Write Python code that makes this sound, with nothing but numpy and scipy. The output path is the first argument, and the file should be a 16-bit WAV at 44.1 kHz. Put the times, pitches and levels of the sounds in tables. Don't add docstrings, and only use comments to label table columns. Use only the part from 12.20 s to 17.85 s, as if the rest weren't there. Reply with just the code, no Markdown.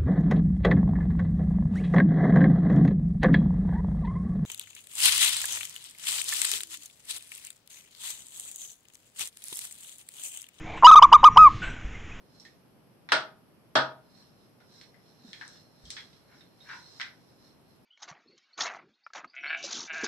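import sys
import numpy as np
from scipy import signal
from scipy.fft import rfft, irfft
from scipy.io import wavfile
from scipy.ndimage import uniform_filter1d

SR = 44100
rng = np.random.default_rng(int(sys.argv[2]) if len(sys.argv) > 2 else 0)


def materialize(psi):
    bounded = np.clip(np.atleast_2d(psi).T, -1, 1)
    quanta = np.round(bounded * 32767).astype(np.int16)
    wavfile.write(sys.argv[1], SR, quanta)


N = 249165

# time in seconds, level in dB, gain of the
# modes in dB, tilt of the modes in dB per octave, direct sound against reflections in dB, left-right in dB.
SWITCH_EVENTS = [(0.9206, -19, -24.5, 2, -5, 0.5), (1.555, -19, -19.5, 0, -9.5, 0.5)]
# frequency in Hz, relative density in dB per Hz.
SHARP_SPECTRUM = [(50, -33), (130, -33), (310, -12.5), (440, -14), (760, -9.5), (1050, -10.5), (1450, 2),
                  (2350, -12), (3200, -8), (5400, -15), (7000, -30), (8600, -22), (9600, -34.5),
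                  (13000, -41.5)]
# frequency in Hz, relative density in dB per Hz.
HEAVY_SPECTRUM = [(50, -45), (120, -14), (300, -9), (430, -14.5), (640, -6.5), (1100, -8), (1480, 2.5),
                  (1820, -6), (2020, -16.5), (2850, -16), (3400, -10), (5600, -19.5), (6400, -34.5),
                  (8600, -33.5), (13000, -54)]
# frequency in Hz, relative level in dB,
# 60 dB decay time in seconds (before the ceiling set in switches).
WALL_MODES = [(134, -12, 0.67), (306, -13.5, 0.27), (578, -4.5, 0.29), (623.6, -3, .38), (637.5, 1.5, 0.39),
              (648, -6.5, 0.24), (852, -5, 0.36), (947, -4, .38), (1142, -5.5, 0.31), (1258, -5.5, 0.36),
              (1261, -3, 0.34), (1422, -4, 0.48), (1458, 2, 0.19), (1496, 1, .2), (1505, -1.5, 0.22),
              (1680, -5, 0.17), (1764, 3, 0.14), (1840, -10, 0.14), (2100, -13.5, .2), (3300, -5, 0.24),
              (3440, -10.5, .32), (4160, -7, 0.26), (4662, -16.5, 0.19), (5340, -17, .22), (5480, -16, .18)]
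# time in seconds, level in dB, low edge in Hz,
# tilt in dB per octave, direct sound against reflections in dB, left-right in dB, resonance in Hz, its lift in dB.
CLICK_EVENTS = [ (0.199, -55, 4400, 5, -1.5, -2.5, 5540, 17),
                (0.251, -52.5, 1610, 2, -7.5, 0.5, 1820, 18.5), (0.889, -42, 1152, -8, -7.5, 0.5, 3480, 10),
                (2.403, -63, 1200, -4, -7, 0, 1430, 14), (2.613, -53.5, 1530, -0.5, 0.5, -3, 2250, -9),
                (2.743, -65, 1690, -9, -3, 9, 2000, 12), (3.131, -45, 1600, -3.5, 2.5, 1, 3310, 10),
                (3.2119, -43, 1080, -7, -4.5, 3.5, 1674, 15), (3.243, -61, 1320, -12, 8, 2, 1850, 11),
                (3.279, -55.5, 5000, 4, 3, 2, 8300, 10), (3.654, -55, 3100, 2, -10, 3, 3240, 17),
                (3.704, -40.5, 2070, 8, 1, 4, 3340, -3), (3.7662, -42.5, 1290, -4.5, -9, 1.5, 3324, 15.5),
                (3.93, -63, 2490, -5, -8, -1, 3340, 9), (4.207, -59.5, 1500, -5.5, -7, -3, 3700, 16),
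                (4.403, -56.5, 3340, -7, -15, 2, 3750, 21), (4.7989, -41.5, 1240, -7, -5.5, 5, 1530, 10),
                (4.8059, -39.5, 1370, -6, -5, -1, 1660, -3), (4.8141, -37, 1450, -7, 3.5, 0.5, 2000, 3)]
# frequency in Hz, relative density in dB per Hz.
CLICK_SPECTRUM = [(900, -4.5), (1200, -9.5), (1550, -2.5), (2100, 1), (2800, -6.5), (3300, -1.5), (4250, 2),
                  (4600, -5), (5300, -1.5), (6900, -14), (8500, -16), (9200, -26), (10000, -27.5),
                  (11500, -47)]
# start of full force in seconds, its length in seconds, level in dB.
CASE_SLIDES = [(4.122, 0.021, -59), (4.478, 0.085, -56)]
SLIDE_RISE_DB_PER_S, SLIDE_FALL_DB_PER_S = 272, 300
# time in seconds, level in dB.
CASE_CATCHES = [(4.505, -41), (4.533, -39.5)]
CATCH_RISE_DB_PER_S, CATCH_FALL_DB_PER_S = 650, 852
# frequency in Hz, relative density in dB per Hz.
CASE_SPECTRUM = [(450, -29), (800, -20), (960, 2.5), (1170, -15.5), (1450, 3), (1700, -2), (2150, -6.5),
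                 (2900, -14), (4150, -12), (4600, -17.5), (5400, -15.5), (7000, -32), (11000, -45)]
# time in seconds, relative level in dB, pitch in Hz, 60 dB decay time in seconds.
FOOTFALLS = [(3.046, -44.5, 238, 0.068), (3.083, -48.5, 195, 0.067), (3.636, -53.5, 59, 0.22),
             (3.662, -57.5, 77, 0.21), (3.668, -58, 162, 0.23)]
# start of full speed in seconds, time at full speed in seconds,
# relative level in dB.
BODY_MOVES = [(.17, 0.099, -61.5), (1.981, 0.048, -59.5), (2.21, .05, -68), (2.56, .06, -56.5),
              (2.87, 0.036, -63.5), (3.089, 0.27, -54), (3.702, 0.097, -51.5), (3.94, 0.043, -63.5),
              (4.16, 0.048, -61.5), (4.49, 0.35, -54.5), (5.02, 0.11, -67), (5.25, 0.031, -62),
              (5.51, 0.04, -69)]
SWELL_DB_PER_S, SETTLE_DB_PER_S = 117.5, 113.5
# frequency in Hz, relative density in dB per Hz.
CLOTH_SPECTRUM = [(700, -12.5), (1700, -8), (2400, -17.5), (3300, -10.5), (3800, -4.5), (4250, 5),
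                  (4550, -18), (5000, 1), (5500, 0), (6200, -11.5), (7000, -16), (8500, -16.5), (9200, -27),
                  (13000, -33.5)]
# frequency in Hz, relative density in dB per Hz.
FLOOR_SPECTRUM = [(15, -62), (25, -23.5), (48, -17.5), (82, -12.5), (119, -2.5), (237, -4.5), (301, -7.5),
                  (666, -13), (2080, -25), (3010, -26), (3830, -30.5), (5400, -28.5), (6670, -39.5),
                  (11600, -29.5), (14000, -37.5)]
FLOOR_DB = -60.5
# frequency in Hz, half-width at half amplitude in Hz, level in dB.
WHINE_LINE = (11335, 70, -83.5)
# frequency in Hz, 60 dB decay time in seconds.
ROOM_DECAY = [(100, 0.31), (300, 0.33), (700, 0.38), (1500, 0.28), (3000, 0.25), (5000, 0.26), (8500, 0.2),
              (12000, 0.075)]
# frequency in Hz, correlation from -1 to 1.
ROOM_LIKENESS = [(130, 1), (300, .92), (620, 0.84), (1340, 0.41), (2900, 0.14), (6300, -0.12),
                 (13000, 0.39)]
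# frequency in Hz, correlation from -1 to 1.
FLOOR_LIKENESS = [(60, 0.6), (280, 0.51), (620, .43), (1340, 0.13), (3000, 0.013), (6300, -0.12)]
# frequency in Hz, left-right in dB.
PORT_BALANCE = [(300, -1.5), (1230, 1.5), (2250, -1), (3300, -4), (4150, -3.5), (5400, -4.5), (7000, 0),
                (8600, 7), (11000, 7)]
EDGE_HZ = 13900


def gain_of(db):
    return 10 ** (np.asarray(db) / 20)


def evened(x):
    return x / np.sqrt(np.mean(x ** 2) + 1e-20)


def read(points, hz):
    f, value = np.transpose(points)
    return np.interp(np.log(hz + 1), np.log(f), value)


def add(mix, s, sound):
    part = mix[:, round(s * SR):][:, :sound.shape[-1]]
    part += sound[..., :part.shape[1]]


def panned(db):
    return gain_of([[db / 2], [-db / 2]])


def low_cut(hz, edge_hz, order):
    return -10 * np.log10(1 + (edge_hz / (hz + 1)) ** order)


def pair(size, likeness):
    a, b = rfft(rng.standard_normal((2, size)))
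    c = np.clip(read(likeness, np.fft.rfftfreq(size, 1 / SR)), -1, 1)
    return irfft(np.array([a, c * a + np.sqrt(1 - c ** 2) * b]), size)


def coloured(x, db_at, size=4096):
    hz = abs(np.fft.fftfreq(size, 1 / SR))
    log_gain = np.log(gain_of(np.maximum(db_at(hz), -100)))
    spectrum = np.exp(np.conj(signal.hilbert(log_gain)))
    taps = np.fft.ifft(spectrum).real[:size // 2]
    return signal.oaconvolve(x, taps[None], axes=1)[:, :x.shape[1]]


def knock(db_at, direct_db, contact_s=0.00067, size=24576):
    hz, t, z = signal.stft(pair(size, ROOM_LIKENESS), SR, nperseg=256)
    decay = gain_of(-60 * t / read(ROOM_DECAY, hz)[:, None])
    tail = signal.istft(z * decay, SR, nperseg=256)[1]
    burst = pair(size, ROOM_LIKENESS) * np.exp(-np.arange(size) / SR / contact_s)
    blow = tail / np.linalg.norm(tail) + gain_of(direct_db) * burst / np.linalg.norm(burst)
    sound = coloured(blow, db_at)
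    return sound / np.std(sound[:, :SR // 40])


def stroke(s, hold_s, db, rise_db_per_s, fall_db_per_s):
    t = np.arange(N) / SR - s
    rise_db = rise_db_per_s * np.maximum(-t, 0)
    fall_db = fall_db_per_s * np.maximum(t - hold_s, 0)
    return gain_of(db - rise_db - fall_db)


def switches(swell_cycles=1.8, lead_s=.0017, lead_db=-16, bass_hz=110):
    out, t = np.zeros((2, N)), np.arange(SR) / SR
    hz, mode_db, t60 = np.transpose(WALL_MODES)[:, :, None]
    t60 = np.minimum(t60, .34 * (hz / 900) ** -.2 + .05)
    apart = np.arccos(np.clip(read(ROOM_LIKENESS, hz), -1, 1)) / 2
    spectra = (SHARP_SPECTRUM, HEAVY_SPECTRUM)
    for (s, db, ring_db, tilt_db, direct_db, pan_db), spectrum in zip(SWITCH_EVENTS, spectra):
        crack = knock(lambda f: read(spectrum, f) + low_cut(f, bass_hz, 2), direct_db)
        release = knock(lambda f: read(CLICK_SPECTRUM, f) + low_cut(f, 1500, 4), direct_db)
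        add(out, s - lead_s, gain_of(db + lead_db) * release)
        add(out, s, gain_of(db) * panned(pan_db) * crack)

        phase = rng.uniform(0, 2 * np.pi, hz.shape)
        phase = phase + np.array([apart, -apart]) * rng.choice([-1, 1], hz.shape)
        sizes = gain_of(mode_db + tilt_db * np.log2(hz / 1000) - 60 * t / t60)
        sizes *= 1 - np.exp(-t * hz / swell_cycles)
        ring = (sizes * np.sin(2 * np.pi * hz * t + phase)).sum(1) / 2
        add(out, s, gain_of(ring_db) * panned(pan_db) * ring)
    return out


def clicks(edge_order=10, width_hz=40, contact_s=0.00045):
    out = np.zeros((2, N))
    for s, db, edge_hz, tilt_db, direct_db, pan_db, ring_hz, lift_db in CLICK_EVENTS:
        def colour(f):
            ratio = (f + 1) / edge_hz
            resonance = gain_of(lift_db) ** 2 / (1 + ((f - ring_hz) / width_hz) ** 2)
            ring_db = 10 * np.log10(1 + resonance)
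            tilt = tilt_db * np.log2(ratio)
            return read(CLICK_SPECTRUM, f) + ring_db + tilt + low_cut(f, edge_hz, edge_order)
        add(out, s, gain_of(db) * panned(pan_db) * knock(colour, direct_db, contact_s))
    return out


def case(slips_per_s=1500, direct_db=-3):
    force = sum(stroke(*row, SLIDE_RISE_DB_PER_S, SLIDE_FALL_DB_PER_S) for row in CASE_SLIDES)
    force += sum(stroke(s, 0, db, CATCH_RISE_DB_PER_S, CATCH_FALL_DB_PER_S) for s, db in CASE_CATCHES)
    slips = force * evened(rng.standard_normal(N) * (rng.random(N) < slips_per_s / SR))
    ring = knock(lambda f: read(CASE_SPECTRUM, f), direct_db)
    ring /= np.linalg.norm(ring[0])
    return signal.oaconvolve(slips[None], ring, axes=1)[:, :N]


def steps(push_s=0.0033):
    out, t = np.zeros((2, N)), np.arange(SR // 2) / SR
    for s, db, hz, t60 in FOOTFALLS:
        swing = gain_of(db - 60 * t / t60) * np.sin(2 * np.pi * hz * t)
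        add(out, s, 2 * swing * (1 - np.exp(-t / push_s)))
    return out


def clothes(level_db=-2, grains_per_s=900, spread_db=3, patchy_db=2.5):
    powers = [stroke(*row, SWELL_DB_PER_S, SETTLE_DB_PER_S) ** 2 for row in BODY_MOVES]
    motion = np.sqrt(sum(powers))
    grain_db = spread_db * np.minimum(rng.exponential(1, (2, N)), 3)
    grains = gain_of(grain_db) * rng.choice([-1, 1], (2, N))
    grains *= rng.random((2, N)) < grains_per_s / SR
    hiss = pair(N, ROOM_LIKENESS)
    rub = coloured(evened(grains) + hiss, lambda f: read(CLOTH_SPECTRUM, f))

    z = signal.stft(rub, SR, nperseg=512)[2]
    folds = uniform_filter1d(rng.standard_normal(z.shape[1:]), size=3, axis=0)
    folds = uniform_filter1d(folds, size=14, axis=1)
    rub = signal.istft(z * gain_of(patchy_db * evened(folds)), SR, nperseg=512)[1][:, :N]
    return evened(rub) * gain_of(level_db) * motion


def background():
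    floor = evened(coloured(pair(N, FLOOR_LIKENESS), lambda f: read(FLOOR_SPECTRUM, f)))
    hz, width_hz, db = WHINE_LINE
    whine = coloured(rng.standard_normal((2, N)), lambda f: -20 * np.log10(1 + ((f - hz) / width_hz) ** 2))
    return gain_of(FLOOR_DB) * floor + gain_of(db) * evened(whine)


def scene():
    sounds = switches() + clicks() + case() + steps() + clothes()
    balance_db = read(PORT_BALANCE, np.fft.rfftfreq(N, 1 / SR))
    lean = gain_of(np.array([[.5], [-.5]]) * balance_db)
    lean = lean / np.sqrt((lean ** 2).mean(0))
    return irfft(rfft(sounds) * lean, N) + background()


def record(dry):
    taps = signal.firwin(201, EDGE_HZ, window=("kaiser", 8), fs=SR)
    return signal.oaconvolve(dry, taps[None], "same")


dry = scene()
out = record(dry)
materialize(out)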